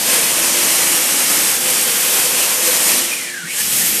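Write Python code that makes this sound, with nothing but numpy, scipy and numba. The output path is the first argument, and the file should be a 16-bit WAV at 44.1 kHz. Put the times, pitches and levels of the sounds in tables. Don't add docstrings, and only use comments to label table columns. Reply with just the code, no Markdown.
import sys
import numpy as np
from scipy import signal
from scipy.fft import rfft, irfft
from scipy.io import wavfile
from scipy.ndimage import uniform_filter1d
from numba import njit

SR = 44100
rng = np.random.default_rng(int(sys.argv[2]) if len(sys.argv) > 2 else 0)


def persist_wave(psi):
    counts = np.round(np.clip(psi, -1, 1) * 32767).astype(np.int16)
    wavfile.write(sys.argv[1], SR, np.atleast_2d(counts).T)


N = 176400
T = np.arange(N) / SR

# freq_hz, relative_density_db
HISS_SPECTRUM = [(700, -32), (1250, -16.5), (1750, -7), (2400, -4), (3100, -3), (3650, -5.5), (4150, -5.5),
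                 (5600, -2.5), (6700, -2), (7700, -0.5), (8900, 0.25), (10500, -2), (11800, -1.75),
                 (13600, -4.5), (16000, -14.5)]
# time_s, gain_db
TREBLE_GAIN = [(0, 0), (1.1, 0), (1.5, 1.5), (2.2, 1.9), (2.9, 0.8), (3.6, 1), (3.75, 2.2), (4, 2)]
# freq_hz, relative_density_db
ROAR_SPECTRUM = [(90, -42), (175, -9), (300, -2), (400, -3), (460, 1), (680, -0.6), (1200, -1.5),
                 (2400, -2), (5000, -16), (16000, -45)]
# time_s, gain_db
ROAR_GAIN = [(0, 1.5), (.8, 0.5), (1.9, -1), (2.7, 0), (3.0, -2), (3.25, -2.5), (3.45, -8.5), (3.65, -7),
             (4, -1.5)]
# pitch_hz, width_hz, relative_db
CASING_ROOM_MODES = [(168, 17, -9), (200, 4.3, -7), (248, 11, -2.5), (283.6, 7.5, -6), (331.6, 17, -6.5),
                     (432, 22, -5), (469, 65, 0.5), (509.2, 25, 2.5), (590, 18, -2), (851, 26, -5.5),
                     (985, 25, -11), (1083, 13, -5), (1255, 9.7, -11)]
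# time_s, gain_db
FLOW_GAIN = [(0, -1), (.05, -1.5), (.09, 1.8), (.44, 0.5), (.5, 1.2), (.8, 1.6), (1.14, 0.65), (1.34, 1.4),
             (1.52, 1.3), (1.6, -2.5), (1.66, 1.6), (1.88, -0.5), (2.19, 1.5), (2.28, -1), (2.4, 1),
             (2.6, -1), (2.68, 1.5), (2.84, 0.5), (2.92, 3.5), (2.98, 1.36), (3.66, -2.5), (3.8, -0.5),
             (4, -2.5)]
# time_s, centre_hz, gain_db
SIZZLE_PATH = [(0, 9000, -34), (.18, 9000, -23), (.5, 9000, -29.5), (.85, 8600, -29), (1.15, 8550, -28),
               (1.47, 8650, -24.5), (1.7, 8600, -33), (2.9, 8650, -29), (4, 8600, -34)]
# freq_hz, relative_density_db
RUMBLE_SPECTRUM = [(15, -40), (32, -30), (48, -24), (64, -3), (80, -12), (112, -7), (140, -1.5),
                   (172, -0.5), (205, 2), (250, 0), (340, -5.5), (600, -18), (3000, -58)]
# time_s, gain_db
RUMBLE_GAIN = [(0, 0.5), (1.6, 0.5), (2.7, -2.5), (2.93, -1), (3.15, -4.5), (3.41, 1), (3.445, 10),
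               (3.55, -3), (3.68, 5), (3.8, 4), (4, 4.5)]
# time_s, level_db
DRONE_ENVELOPE = [(0, -41), (1.05, -39.5), (1.6, -42.5), (2.6, -44), (2.95, -39), (3.25, -44),
                  (3.45, -50.5), (4, -45)]
# middle_s, length_s, pitch_hz, level_db
CASING_BOOMS = [(.15, 0.07, 507, -29.5), (1.68, .1, 505, -34.5), (2.27, .08, 506, -32),
                (2.7, 0.089, 507, -32), (2.96, .13, 251, -36.5), (3.45, 0.062, 168, -40.5),
                (3.8, 0.11, 179, -34.5), (3.92, .1, 337, -35)]
# time_s, gain_db
MID_GAIN = [(0, -0.5), (.8, -0.5), (1.15, 0.5), (2.9, 1), (3.15, -2), (3.3, -3), (3.5, 0.5), (3.7, 1),
            (4, -4)]
# time_s, fraction
HAND_SHADE = [(2.98, 0.08), (3.08, 0.37), (3.2, 0.61), (3.32, 0.86), (3.44, 1), (3.475, 0.82), (3.52, 0.44),
              (3.6, 0.08), (3.72, 0)]
# freq_hz, gain_db
SHADE_RESPONSE = [(60, -23), (200, -4), (340, -13.5), (500, -12.5), (950, -8.5), (2200, -11), (4200, -13),
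                  (8000, -15), (10000, -19.5), (13500, -22)]
# time_s, pitch_hz, level_db
GAP_PATH = [(2.95, 3380, -37), (3.08, 2730, -34), (3.13, 2480, -32.5), (3.2, 2170, -36), (3.27, 1860, -34),
            (3.36, 1624, -29.5), (3.445, 1436, -36), (3.48, 1890, -31.5), (3.505, 2260, -28.5),
            (3.535, 2740, -33), (3.57, 3100, -45)]
# middle_s, length_s, pitch_hz, level_db
GAP_SIDE_NOTES = [(3.132, 0.034, 2410, -25), (3.19, 0.14, 2430, -33), (3.28, 0.064, 2350, -32),
                  (3.598, 0.061, 1710, -31), (3.828, 0.054, 1790, -29)]


def undb(db):
    return 10 ** (np.asarray(db) / 20)


def unit(x):
    return x / np.std(x)


def curve(table, column=1):
    rows = np.array(table, float)
    return np.interp(T, rows[:, 0], rows[:, column])


def spectrum_db(table, hz):
    rows = np.array(table, float)
    return np.interp(np.log(hz + 1e-9), np.log(rows[:, 0]), rows[:, 1])


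def noise(spectrum):
    gain = undb(spectrum_db(spectrum, np.fft.rfftfreq(N, 1 / SR)))
    return unit(irfft(rfft(rng.standard_normal(N)) * gain, N))


def drift(rate_hz):
    hold = max(int(SR / rate_hz), 2)
    steps = np.repeat(rng.standard_normal(N // hold + 1), hold)
    return unit(uniform_filter1d(steps, hold)[:N])


@njit
def bandpass(x, hz, width_hz):
    y, band_state, low_state = np.empty(len(x)), 0., 0.
    for i in range(len(x)):
        g, damping = np.tan(np.pi * hz[i] / SR), width_hz[i] / hz[i]
        band = (band_state + g * (x[i] - low_state)) / (1 + g * (g + damping))
        band_state = 2 * band - band_state
        low_state += 2 * g * band
        y[i] = damping * band
    return y


def resonance(hz, width_hz):
    hz, width_hz = hz * np.ones(N), width_hz * np.ones(N)
    turbulence = rng.standard_normal(N) / np.sqrt(width_hz)
    return unit(bandpass(bandpass(turbulence, hz, width_hz), hz, width_hz))


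def reflections(x, t60_s=0.28, drift_hz=0.42, cutoff_hz=3270):
    age_s = T[T < t60_s]
    wet = 0
    for phase in (0, np.pi / 2):
        impulse = rng.standard_normal(N)[:len(age_s)] * np.exp(-np.log(1000) * age_s / t60_s)
        echoes = signal.fftconvolve(x, impulse / np.linalg.norm(impulse))[:N]
        wet += echoes * np.cos(2 * np.pi * drift_hz * T + phase)
    return signal.sosfilt(signal.butter(1, cutoff_hz, fs=SR, output="sos"), wet)


def in_room(x, echo_db=-7):
    return unit(x + undb(echo_db) * reflections(x))


def jets(hiss_db=-14.5, roar_db=-26, modes_db=-34.5, treble_hz=10200):
    hiss = undb(hiss_db) * in_room(noise(HISS_SPECTRUM))
    treble = signal.sosfiltfilt(signal.butter(6, treble_hz, "high", fs=SR, output="sos"), hiss)
    hiss += (undb(curve(TREBLE_GAIN)) - 1) * treble
    roar = undb(roar_db + curve(ROAR_GAIN) + 0.38 * drift(20)) * in_room(noise(ROAR_SPECTRUM))
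    ringing = sum(undb(db) * resonance(hz, width_hz) for hz, width_hz, db in CASING_ROOM_MODES)
    modes = undb(modes_db + 0.33 * curve(ROAR_GAIN)) * unit(ringing)
    flutter_db = -0.04 * drift(15) + 0.52 * drift(45)
    return (hiss + roar + modes) * undb(curve(FLOW_GAIN) + flutter_db)


def sizzle():
    band = resonance(curve(SIZZLE_PATH), width_hz=1600)
    return band * undb(curve(SIZZLE_PATH, column=2) + curve(FLOW_GAIN))


def rumble(gain_db=-40.5):
    return noise(RUMBLE_SPECTRUM) * undb(gain_db + curve(RUMBLE_GAIN) + curve(FLOW_GAIN))


def hum(pitch_hz=100, gain_db=-54.5):
    return undb(gain_db) * np.sqrt(2) * np.sin(2 * np.pi * pitch_hz * T)


def drone(pitch_hz=348.3, wander_hz=7, waver_db=2.5):
    phase = 2 * np.pi * np.cumsum(pitch_hz + wander_hz * drift(25)) / SR
    return np.sqrt(2) * np.sin(phase) * undb(curve(DRONE_ENVELOPE) + waver_db * drift(13))


def swells(table, width_hz):
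    notes = 0
    for middle_s, length_s, hz, db in table:
        envelope = np.exp(-(2 * (T - middle_s) / length_s) ** 2)
        notes += resonance(hz, width_hz) * undb(db) * envelope
    return notes


def hand_shade(rush, mid_hz=980, mid_octaves=0.64, flicker_db=0.5):
    centres_hz = 45 * 2 ** (np.arange(18) / 2)
    spectrum, freqs_hz = rfft(rush), np.fft.rfftfreq(N, 1 / SR)
    shade, shaded = curve(HAND_SHADE), 0
    for hz, weights in zip(centres_hz, np.eye(len(centres_hz))):
        band = irfft(spectrum * np.interp(freqs_hz, centres_hz, weights), N)
        shade_db = shade * spectrum_db(SHADE_RESPONSE, hz)
        mid_db = curve(MID_GAIN) * np.exp(-(np.log2(hz / mid_hz) / mid_octaves) ** 2)
        shaded += band * undb(shade_db + mid_db + flicker_db * drift(16))
    return shaded


def gap_note(width_hz=98, blur_hz=170, smear_s=0.024, skirt_db=-8, echo_db=-6):
    hz, level_db = curve(GAP_PATH), curve(GAP_PATH, column=2)
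    sounding = (T > GAP_PATH[0][0]) & (T < GAP_PATH[-1][0])
    scatter_hz = blur_hz * (1 - curve(HAND_SHADE)) ** 2 * drift(590)
    glide_hz_per_s = np.abs(np.gradient(hz, T))
    whistle = resonance(hz + scatter_hz, np.hypot(width_hz, smear_s * glide_hz_per_s))
    skirt = undb(skirt_db) * resonance(1.17 * hz, width_hz=700)
    note = (whistle + skirt) * undb(level_db) * sounding
    return note + undb(echo_db) * reflections(note)


def scene():
    gap = gap_note() + swells(GAP_SIDE_NOTES, width_hz=220)
    casing = swells(CASING_BOOMS, width_hz=25) + drone()
    rush = jets() + sizzle() + rumble() + hum()
    mono = gap + casing + hand_shade(rush)
    return np.array([mono, mono])


def record(dry):
    ceiling, cutoff_hz = 0.75, 13850
    rounded = dry / (1 + (np.abs(dry) / ceiling) ** 6) ** (1 / 6)
    return signal.sosfilt(signal.ellip(12, .1, 85, cutoff_hz, fs=SR, output="sos"), rounded)


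dry = scene()
out = record(dry)
persist_wave(out)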